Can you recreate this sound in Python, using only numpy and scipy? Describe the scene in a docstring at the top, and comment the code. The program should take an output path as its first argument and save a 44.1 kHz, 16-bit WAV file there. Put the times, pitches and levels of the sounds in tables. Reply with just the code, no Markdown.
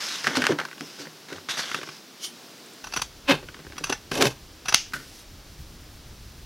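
"""A strip of printed card is slid and knocked about on a craft table, close by: filtered grains and rattles.
Scissors swish open and cut it in two pushes: catches of grains make the dry blades judder, and a stick-slip
sawtooth makes the card creak while puffs of grains crunch. The blades snap shut with decaying steel modes;
the scissors are laid down in taps of noise. A small room hisses, and a faint rumble sets in partway."""
import sys
import numpy as np
from scipy import signal
from scipy.fft import rfft, irfft
from scipy.io import wavfile

SR = 44100
rng = np.random.default_rng(int(sys.argv[2]) if len(sys.argv) > 2 else 0)


def store_wav(level_fs):
    """Save 16-bit WAV to argv[1]."""
    pcm = np.round(np.clip(np.atleast_2d(level_fs), -1, 1) * 32767)
    wavfile.write(sys.argv[1], SR, pcm.T.astype(np.int16))


N = 284445
TIME = np.arange(N) / SR

# Stiff card, broad colour. Each row: frequency in Hz, relative density in dB per Hz.
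CARD_COLOUR = [(100, -14), (500, -15), (1050, 3.5), (2100, 1), (2800, 3.5), (3800, -3.5), (5800, -6),
               (7500, -18.5), (12000, -22), (15500, -50)]
# Stiff card, resonances. Each row: centre in Hz, width in Hz, height in dB on the colour's scale.
CARD_RESONANCES = [(1510, 190, 7.5), (2020, 160, 2.5)]


def from_db(db):
    """Amplitude factor of a level in dB."""
    return 10 ** (np.asarray(db) / 20)


def rms_one(x):
    """Scale to rms 1."""
    return x / np.sqrt(np.mean(x ** 2) + 1e-20)


def level(rows):
    """Gain over time from (s, dB) points; silent outside them."""
    return from_db(np.interp(TIME, *np.transpose(rows), left=-200, right=-200))


def add(track, s, sound):
    """Mix a short sound in at time s."""
    start = int(np.clip(round(s * SR), 0, N))
    track[start:start + len(sound)] += sound[:N - start]


def body(x, colour, peaks=(), size=8192):
    """Minimum-phase filter of unit energy: a broad colour plus resonances, falling away below the colour."""
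    hz = np.maximum(np.arange(size // 2 + 1) * SR / size, 1)
    points = np.array(colour)
    colour_db = np.interp(np.log(hz), np.log(points[:, 0]), points[:, 1])
    power = from_db(colour_db) ** 2
    for centre, width, db in peaks:
        detuning = (hz ** 2 - centre ** 2) / (hz * width)
        power = power + from_db(db) ** 2 / (1 + detuning ** 2)
    power = power / (1 + (points[0, 0] / hz) ** 8) + 1e-10
    # folding the cepstrum makes the response causal
    cepstrum = irfft(np.log(power) / 2)
    cepstrum[1:size // 2] *= 2
    cepstrum[size // 2 + 1:] = 0
    response = irfft(np.exp(rfft(cepstrum)))
    return signal.oaconvolve(x, response / np.linalg.norm(response))[:N]


def drift(rate):
    """Slow chance: random knots of spread 1, rate per second, joined by lines."""
    knots = rng.standard_normal(N // 20)
    return np.interp(TIME * rate, np.arange(len(knots)), knots)


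def grains(per_s, spread_db):
    """Random tiny slips of uneven size; rms 1."""
    size_db = spread_db * np.minimum(rng.exponential(1, N), 4)
    slips = from_db(size_db) * rng.choice([-1, 1], N)
    return rms_one(slips * (rng.random(N) < per_s / SR))


def contact(fade_s, size=8192):
    """A rattle of micro-contacts that dies away from rms 1."""
    envelope = np.exp(-TIME[:size] / max(fade_s, 1 / SR))
    rattle = rng.standard_normal(size) * envelope
    return rattle * np.linalg.norm(envelope) / np.linalg.norm(rattle)


def tail(x, t60, gap_s=0.0033):
    """Dense decaying reverberation of unit energy, swelling in over gap_s."""
    t = TIME[:SR // 2]
    envelope = np.exp(-np.log(1000) * t / t60) * (1 - np.exp(-t / gap_s))
    response = rng.standard_normal(len(t)) * envelope
    return signal.oaconvolve(x, response / np.linalg.norm(response))[:N]


def strokes(rows, column=2):
    """Gain over time of rubbing strokes, each with an attack, a hold and a release; powers add."""
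    attack_s, release_s = 0.0088, 0.025
    power = np.zeros(N)
    for row in rows:
        t = TIME - row[0]
        attack = np.clip(t / attack_s, 0, 1)
        release = np.exp(-np.maximum(t - row[1], 0) / release_s)
        power += (from_db(row[column]) * attack * release) ** 2
    return np.sqrt(power)


def swell(top_s, hold_s, rise_db_per_s, fall_db_per_s):
    """Gain that climbs to 1 at top_s, holds and dies away."""
    before_s = np.maximum(top_s - TIME, 0)
    after_s = np.maximum(TIME - top_s - hold_s, 0)
    below_db = rise_db_per_s * before_s + fall_db_per_s * after_s
    return from_db(-np.minimum(below_db, 200))


def background(lumpy_db=3.0):
    """Steady filtered-noise hiss, a little of it opposite in the two ears, over a lumpy low rumble."""
    # Levels of hiss, rumble and side hiss. Each row: time in seconds, level in dB.
    hiss_levels = [(0, -46), (2.15, -48), (2.4, -46), (2.78, -47), (3.1, -49), (6.45, -50.5)]
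    rumble_levels = [(2.81, -72), (2.84, -50.5), (5.42, -51.5), (5.5, -47), (6.45, -46)]
    side_levels = [(0, -68), (2.8, -61), (6.45, -59)]
    # Their broad colours. Each row: frequency in Hz, relative density in dB per Hz.
    hiss_colour = [(130, -2.5), (200, 1.5), (320, 3.5), (480, -2.5), (1000, -6.5), (1400, -6), (2000, -8.5),
                   (3400, -7), (5300, -6), (6400, -10.5), (8000, -16.5), (15500, -20)]
    rumble_colour = [(20, -1.5), (40, -4), (75, -3), (130, -10), (220, -18.5), (400, -42)]
    side_colour = [(35, -38), (60, -10), (159, 2.5), (1830, -5), (3190, -11.5), (3670, -10.5), (6560, -2),
                   (15500, -0.5)]
    hiss = level(hiss_levels) * body(rng.standard_normal(N), hiss_colour)
    lumps = from_db(lumpy_db * drift(rate=28))
    rumble = level(rumble_levels) * lumps * body(rng.standard_normal(N), rumble_colour)
    side = level(side_levels) * body(rng.standard_normal(N), side_colour)
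    return hiss + rumble + side * np.array([[1], [-1]])


def card_sliding(hiss_db=-5, rub_db=-5.0, rasp_db=-8, rasp_width_hz=260, grit_db=-9.5, uneven_db=0.96):
    """Paper fibres brush past each other under an unsteady pressure; the card's edge catches and rasps."""
    # Strokes of card over card. Each row: start in seconds, time to release in seconds,
    # relative hiss in dB, relative dull rubbing in dB, nominal pitch of the edge's rasp in Hz.
    slides = [(0.0, 0.071, -29, -36, 4900), (0.077, 0.085, -29, -49, 3780), (0.169, 0.12, -34.5, -42, 5150),
              (0.253, 0.26, -35, -28.5, 3270), (0.35, 0.018, -24, -33, 4440),
              (0.58, 0.032, -41, -27.5, 4300), (0.788, 0.23, -45, -68, 5000),
              (0.986, 0.041, -39, -50, 4800), (1.281, 0.097, -45, -41.5, 3850),
              (1.487, 0.024, -26, -38, 3620), (1.508, 0.27, -35.5, -37.5, 3520),
              (1.567, 0.039, -27, -28.5, 4500), (1.797, 0.17, -44, -59, 5100)]
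    # Broad colours. Each row: frequency in Hz, relative density in dB per Hz.
    hiss_colour = [(400, -30), (1500, -12.5), (2600, -3), (4200, -3), (6000, -1), (7400, -11), (9500, -16),
                   (12500, -19.5), (15500, -52)]
    rub_colour = [(60, -27), (170, -6), (330, -7.5), (700, -4), (1100, -5.5), (1550, 2), (2200, -4.5),
                  (4000, -46)]
    rasp_wander = 0.055   # log spread of the rasp's pitch

    pressure = from_db(uneven_db * drift(rate=120))
    speed = pressure * strokes(slides)
    hiss = from_db(hiss_db) * speed * grains(per_s=12000, spread_db=3.5)
    weight = pressure * strokes(slides, column=3)
    rub = from_db(rub_db) * weight * grains(per_s=1500, spread_db=4.0)
    # single catches ring the card
    grit = from_db(grit_db) * speed * grains(per_s=600, spread_db=1.5)

    low_pass = signal.butter(2, rasp_width_hz, fs=SR, output="sos")
    ringing = signal.sosfilt(low_pass, rng.standard_normal(N))
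    travel = np.cumsum(np.exp(rasp_wander * drift(rate=25))) / SR
    rasp = np.zeros(N)
    for row in slides:
        tone = np.sin(2 * np.pi * row[-1] * travel)
        rasp += strokes([row]) * rms_one(ringing * tone)
    rubbing = body(hiss, hiss_colour) + body(rub, rub_colour)
    return rubbing + body(grit, CARD_COLOUR, CARD_RESONANCES) + from_db(rasp_db) * pressure * rasp


def all_flicks():
    """Strong flicks, and small uneven ones as the card shifts: (s, edge dB, rattle dB, body dB), relative."""
    # Card against table or blades. Each row: time in seconds, relative edge landing in dB,
    # relative rattle in dB.
    strong_flicks = [(0.243, -19, -21.5), (0.269, -10, -16.5), (0.275, -23, -19), (0.354, -11, -25.5),
                     (0.37, -0.5, -21.5), (0.42, -14, -17), (0.44, -11, -19), (0.452, -17, -24),
                     (0.467, 3.5, -17), (0.521, -16, -26), (0.587, -19, -25), (0.599, -22, -24.5),
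                     (0.651, -25, -27.5), (0.78, -27, -42), (0.808, -12, -35.5), (1.328, -17, -34.5),
                     (1.487, -23, -28), (1.715, -33, -27), (1.745, -24, -19), (1.833, -23, -30),
                     (3.486, -40, -36.5), (3.544, -32, -38.5), (3.722, -29, -40), (3.767, -34, -40),
                     (4.116, -29, -24)]
    # The card shifts in the fingers. Each row: start in seconds, end in seconds,
    # relative rattle in dB, relative low body in dB.
    fidgets = [(0.673, 0.73, -37.5, -54), (0.991, 1.08, -44.5, -33.5), (1.281, 1.39, -41, -37),
               (1.759, 1.89, -38, -32.5), (3.418, 3.82, -47, -36)]
    flick_body_db, fidget_edge_db = -5.5, 1   # relative to the rattle
    fidgets_per_s, fidget_spread_db = 36, 2

    rows = [(s, edge_db, db, db + flick_body_db) for s, edge_db, db in strong_flicks]
    for start, end, db, low_db in fidgets:
        times = start + (np.arange(32) + rng.uniform(-.5, .5, size=32)) / fidgets_per_s
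        chance_db = fidget_spread_db * rng.standard_normal(len(times))
        for s, d in zip(times, chance_db):
            if s < end:
                rows.append((s, db + d + fidget_edge_db, db + d, low_db + d))
    return rows


def card_handling(rattle_db=5.0, body_db=-8, hard_db=-3, edge_db=-2, thud_db=-2, flex_db=-1, sag=0.133,
                  spot_db=-4):
    """Flicks ring the card and tick its edge; knocks thud in the table and flex the sheet, whose pitch sags."""
    # Soft knocks of hand and card. Each row: time in seconds, relative level in dB,
    # fade constant in seconds, starting pitch of the flexing card in Hz.
    knocks = [(0.272, -33.5, 0.083, 292), (0.370, -19, 0.029, 273), (0.492, -18, 0.015, 456),
              (0.505, -18.5, 0.026, 334), (0.807, -32, 0.02, 317), (0.996, -40, 0.048, 306),
              (1.322, -32, 0.019, 338), (1.345, -42, 0.039, 103), (1.745, -37, 0.012, 221),
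              (3.806, -35, 0.018, 311), (3.896, -23.5, 0.014, 422), (4.115, -20, 0.0046, 454),
              (4.939, -40.5, 0.058, 149)]
    # Broad colours of landing edge and table. Each row: frequency in Hz, relative density in dB per Hz.
    edge_colour = [(400, -3), (1200, 11), (3500, -6), (6000, 2), (7500, -5), (12000, -13), (15500, -38)]
    table_colour = [(60, -22), (110, -9), (160, -7.5), (290, 3.5), (480, 0), (750, -10), (1500, -17),
                    (5000, -77)]
    # Table resonances. Each row: centre in Hz, width in Hz, height in dB on the colour's scale.
    table_resonances = [(154.9, 7.5, 8.5), (374, 31, 0.39)]
    flick_fade_s, edge_lag_s = 0.0043, 0.000998   # the edge lands just after first touch
    bent_spot_hz, bent_spot_spread = 1580, 0.099   # median, log spread

    flicks, edges, thuds, flex = np.zeros((4, N))
    t = TIME[:SR // 3]
    for s, db, fade_s, hz in knocks:
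        fade = np.exp(-t / fade_s)
        turns = np.cumsum(hz * (1 - sag * (1 - fade))) / SR
        onset = np.minimum(turns / 2, 1)
        add(flex, s, from_db(db + flex_db) * fade * onset * np.sin(2 * np.pi * turns))
        add(thuds, s, from_db(db + thud_db) * contact(fade_s))
    for s, landing_db, db, low_db in all_flicks():
        rattle = from_db(db + rattle_db) * contact(flick_fade_s)
        spot_hz = bent_spot_hz * np.exp(bent_spot_spread * rng.standard_normal())
        bent_spot = signal.lfilter(*signal.iirpeak(spot_hz, 4, fs=SR), rattle)
        add(flicks, s, from_db(-4.5) * rattle + from_db(spot_db) * bent_spot)
        add(edges, s + edge_lag_s, from_db([landing_db]))
        add(thuds, s, from_db(low_db + body_db) * contact(2 * flick_fade_s))
    card = body(flicks + from_db(hard_db) * edges, CARD_COLOUR, CARD_RESONANCES)
    ticks = from_db(edge_db) * body(edges, edge_colour)
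    return card + ticks + body(thuds, table_colour, table_resonances) + flex


def blades(edge_s=0.0035, ring_db=-12, ring_t60=0.13, tick_db=-6, tick_fade_s=.004, glint_db=-10,
           glint_t60=0.12):
    """Steel scrapes on steel in short catches, and in one light swish as the scissors open; the pivot ticks."""
    # Dry blades catch on each other. Each row: time in seconds, relative level in dB.
    judders = [(2.84, -30.5), (2.868, -36), (2.921, -34), (2.935, -23.5), (2.961, -21), (2.97, -22.5),
               (2.992, -32), (3.016, -21), (3.779, -27), (3.838, -23), (3.868, -38), (3.895, -21),
               (3.923, -19.5), (4.655, -32.5), (4.682, -20.5), (4.69, -25), (4.722, -21), (4.739, -16.5)]
    # Light scraping between catches. Each row: start in seconds, time to release in seconds,
    # relative level in dB.
    closings = [(2.83, 0.16, -51.5), (3.83, 0.098, -43.5), (4.645, 0.068, -45.5)]
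    # Open blades tick at the pivot. Each row: time in seconds, relative level in dB.
    pivot_ticks = [(2.5782, -44), (2.66, -41), (2.7343, -37.5)]
    # Broad colours of scrape and swish. Each row: frequency in Hz, relative density in dB per Hz.
    scrape_colour = [(100, -2), (450, -6), (1300, 2), (2000, -9.5), (6300, -5), (7400, -45), (9000, -27),
                     (11000, -26.5), (15500, -45)]
    swish_colour = [(1200, -13), (2200, -22), (3100, 0.5), (3900, -7), (5500, -0.5), (6400, -3),
                    (7900, -17), (8800, -11), (11400, -16), (15500, -25)]
    # Resonances. Each row: centre in Hz, width in Hz, height in dB on the colour's scale.
    blade_resonances = [(766, 120, -1), (1500, 130, 6), (2640, 130, 5.5), (3250, 220, -5), (4540, 86, -5),
                        (4770, 82, -3), (5890, 80, 6.5), (6170, 180, -7), (10300, 750, -11.5),
                        (11450, 160, -24)]
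    swish_resonances = [(2220, 64, -5), (3100, 61, 2.5), (8800, 61, -2), (10000, 70, -6), (11200, 60, -13),
                        (11200, 72, -9)]
    pivot_resonances = [(7700, 120, 0), (8800, 120, 1)]
    catch_s, catch_colour_db = 0.0085, 2.5   # nominal length; spread of the brightness
    open_s, open_db, open_rise_db_per_s, open_fall_db_per_s = 2.246, -28.5, 533, 447

    grip, t = strokes(closings), TIME[:SR // 10]
    catch = np.minimum(t / edge_s, 1) * np.exp(-np.maximum(t + edge_s - catch_s, 0) / edge_s)
    for s, db in judders:
        add(grip, s, from_db(db) * catch)
    scrape = grip * grains(per_s=15000, spread_db=1.8)
    dull = signal.lfilter(*signal.butter(1, 2500, fs=SR), scrape)
    # the contact point travels along the edge
    bright = from_db(catch_colour_db * drift(rate=40))
    scrape = dull / bright + (scrape - dull) * bright
    # the blades' own resonances linger after each catch
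    lingering = body(tail(scrape, ring_t60), [(400, 0), (6000, 10), (15500, -29)], blade_resonances)

    opening = swell(open_s, 0, open_rise_db_per_s, open_fall_db_per_s)
    swish = from_db(open_db) * opening * grains(per_s=6400, spread_db=0)
    # the free blades ring on
    glint = body(tail(swish, glint_t60), [(2000, -35), (15500, -38)], swish_resonances)
    ticks = np.zeros(N)
    for s, db in pivot_ticks:
        add(ticks, s, from_db(db + tick_db) * contact(tick_fade_s))
    scraping = body(scrape, scrape_colour, blade_resonances) + from_db(ring_db) * lingering
    swishing = body(swish, swish_colour, swish_resonances) + from_db(glint_db) * glint
    return scraping + swishing + body(ticks, [(4000, -22), (15500, -32)], pivot_resonances)


def cutting(crack_db=5, splinter_s=0.0042, clump_db=3.5):
    """The card sticks and slips in the jaws: strain builds and lets go, and each slip tears a puff of fibres."""
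    # Pushes through the card. Each row: start in seconds, full force in seconds, hold in seconds,
    # build-up of the tearing in dB per second, relative creak in dB, relative crunch in dB,
    # relative fibre hiss in dB, log spread of the slip rate while the card holds.
    pushes = [(3.248, 3.296, 0.018, 794, -17, -17, -33.5, 0.01),
              (4.113, 4.215, 0.046, 88, -21.5, -24.5, -28, .55)]
    # Fibres giving way at once. Each row: time in seconds, relative click in dB,
    # relative splinters in dB, treble edge in Hz.
    cracks_rows = [(3.3079, -5, -13, 4300), (3.311, -1, -13.5, 3500), (3.3213, 1, -16.5, 2500),
                   (4.2098, -2, -14, 2400), (4.2155, -15, -17.5, 9000), (4.2227, -6, -8, 10000),
                   (4.2557, -1.5, -21, 3480), (4.2698, -8, -19.5, 12000)]
    # Broad colours. Each row: frequency in Hz, relative density in dB per Hz.
    creak_colour = [(60, -10), (200, -28), (450, -4.5), (900, -2.5), (1500, -9.5), (3000, -13), (9000, -37)]
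    crunch_colour = [(150, -20), (700, 0), (2500, -12), (4000, -3.5), (6000, -16), (7500, -29),
                     (15500, -44)]
    hiss_colour = [(1500, -31), (4000, -3), (5900, 2.5), (7200, -7.5), (9000, -11), (11500, -8),
                   (15500, -31)]
    crack_colour = [(100, -9), (1000, 1), (4000, -0.5), (6500, -4.5), (8500, -12.5), (15500, -10)]
    # Resonances. Each row: centre in Hz, width in Hz, height in dB on the colour's scale.
    held_card_resonances = [(121, 39, 0), (276, 34, 0.5), (412, 53, 5.5), (555, 29, 4)]
    crunch_resonances = [(840, 82, 7.5), (1054, 88, 5.5), (1590, 130, 8), (2136, 52, 5.5), (2590, 160, 9),
                         (3060, 120, 6), (3600, 170, 5), (4340, 78, -1)]
    let_go_db_per_s, crunch_lag_s = 347, 0.002
    creak_steeper = 2.03   # creak's build-up rate relative to the tearing's
    # once the card yields, the slips slow down and their unevenness moves to loose_uneven
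    grip_slips_per_s, loose_slips_per_s, loose_uneven = 280, 122, .4
    yield_after_s, yield_s = .008, .028

    strain, tearing, hiss, cracks = np.zeros((4, N))
    for start, full_s, hold_s, build_db_per_s, creak_db, crunch_db, hiss_db, uneven in pushes:
        pushing = TIME > start
        force = pushing * swell(full_s, hold_s, creak_steeper * build_db_per_s, let_go_db_per_s)
        tear = pushing * swell(full_s + crunch_lag_s, hold_s, build_db_per_s, let_go_db_per_s)
        # 1 while the card holds, then towards 0
        held = np.exp(-np.maximum(TIME - full_s - yield_after_s, 0) / yield_s)
        jitter = held * uneven + (1 - held) * loose_uneven
        mean_rate = held * grip_slips_per_s + (1 - held) * loose_slips_per_s
        rate = mean_rate * np.exp(jitter * drift(rate=430))
        since_slip = np.cumsum(rate * pushing) / SR % 1   # in slip periods
        # fibres lie in clumps
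        puffs = rms_one(np.exp(-1.0 * since_slip) * from_db(clump_db * drift(rate=160)))
        creak = body(since_slip - .5, creak_colour, held_card_resonances)
        creak_rms = np.sqrt(np.average(creak ** 2, weights=force ** 2))
        strain += from_db(creak_db) * force * creak / creak_rms
        tearing += from_db(crunch_db) * tear * puffs * grains(per_s=4000, spread_db=2.5)
        hiss += from_db(hiss_db) * tear * puffs * grains(per_s=7800, spread_db=3.5)
    for s, db, splinter_db, edge_hz in cracks_rows:
        crack = from_db(splinter_db) * contact(splinter_s)
        crack[0] += from_db(db + crack_db)
        low_pass = signal.butter(2, min(edge_hz, SR / 2 - 1), fs=SR, output="sos")
        add(cracks, s, signal.sosfilt(low_pass, crack))
    torn = body(tearing, crunch_colour, crunch_resonances) + body(hiss, hiss_colour)
    return strain + torn + body(cracks, crack_colour)


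def snap_shut(modes_db=-39, shimmer_db=-23.5, shimmer_fade_s=0.046):
    """The handles clack together; the steel rings on in clear sine modes and a noisy shimmer of faint ones."""
    # Clear modes of the shut steel. Each row: frequency in Hz, relative level in dB.
    steel_modes = [(2735, 2), (2820, 4), (2907, 0), (4825, -1), (4996, 2), (5305, -11), (5460, 6),
                   (5550, 1), (6035, -5)]
    # Broad colours of clack and shimmer. Each row: frequency in Hz, relative density in dB per Hz.
    clack_colour = [(200, -9), (700, -18.5), (1300, 3), (3600, 3), (6300, 1), (7400, -19), (10500, -9),
                    (15500, -21)]
    shimmer_colour = [(700, -41), (1500, -13), (2900, 2.5), (4000, -6), (5000, 2.5), (6300, 1.5),
                      (7600, -13), (10000, -26), (15500, -35)]
    snap_s, snap_db, snap_fade_s, steel_t60_s = 4.7446, 3.5, .0014, .24

    clack, shimmer, ring = np.zeros((3, N))
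    add(clack, snap_s, from_db(snap_db) * contact(snap_fade_s))
    add(shimmer, snap_s, from_db(shimmer_db) * contact(shimmer_fade_s))
    t = TIME[:SR // 2]
    decay = np.exp(-np.log(1000) * t / steel_t60_s)
    for hz, db in steel_modes:
        add(ring, snap_s, from_db(modes_db + db) * np.sin(2 * np.pi * hz * t) * decay)
    return body(clack, clack_colour) + body(shimmer, shimmer_colour) + ring


def putting_down():
    """The hollow plastic handles tap and settle as resonant rattles; fingers brush the paper in grains."""
    # Handles tapping. Each row: time in seconds, relative level in dB, fade constant in seconds.
    handle_taps = [(4.923, -36.5, 0.0016), (4.935, -21, 0.0085), (4.948, -42, 0.01), (4.962, -32.5, 0.014),
                   (4.998, -42, 0.022)]
    # Fingers leaving the handles. Each row: start in seconds, time to release in seconds,
    # relative level in dB.
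    brushes = [(4.935, 0.017, -40), (4.98, 0.2, -51), (5.185, 0.014, -47.5)]
    # Handle colour. Each row: frequency in Hz, relative density in dB per Hz.
    handle_colour = [(100, 8), (600, -16), (1500, 7.5), (3000, -4.5), (6000, -8), (7500, -18), (12000, -14),
                     (15500, -30)]
    # Handle resonances. Each row: centre in Hz, width in Hz, height in dB on the colour's scale.
    handle_resonances = [(1464, 91, 18.5), (2020, 240, 1)]
    brush_colour = [(1500, -4.5), (5500, 2.5), (7500, -4.5), (12500, -6), (15500, -17)]

    taps = np.zeros(N)
    for s, db, fade_s in handle_taps:
        add(taps, s, from_db(db) * contact(fade_s))
    brush = strokes(brushes) * grains(per_s=6000, spread_db=3.5)
    return body(taps, handle_colour, handle_resonances) + body(brush, brush_colour)


def scene(room_db=-17, room_t60=0.2):
    """Everything happens straight ahead, close by, in a small dry room."""
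    floor = background()
    near = card_sliding() + card_handling() + blades() + cutting() + snap_shut() + putting_down()
    return near + from_db(room_db) * tail(near, room_t60) + floor


def record(dry):
    """Peaks overload and clip; a steep low-pass cuts the top."""
    cutoff_hz = 15800
    clipped = np.clip(dry, -.9, .9)
    low_pass = signal.ellip(10, .1, 70, cutoff_hz, fs=SR, output="sos")
    return signal.sosfilt(low_pass, clipped)


dry = scene()
out = record(dry)
store_wav(out)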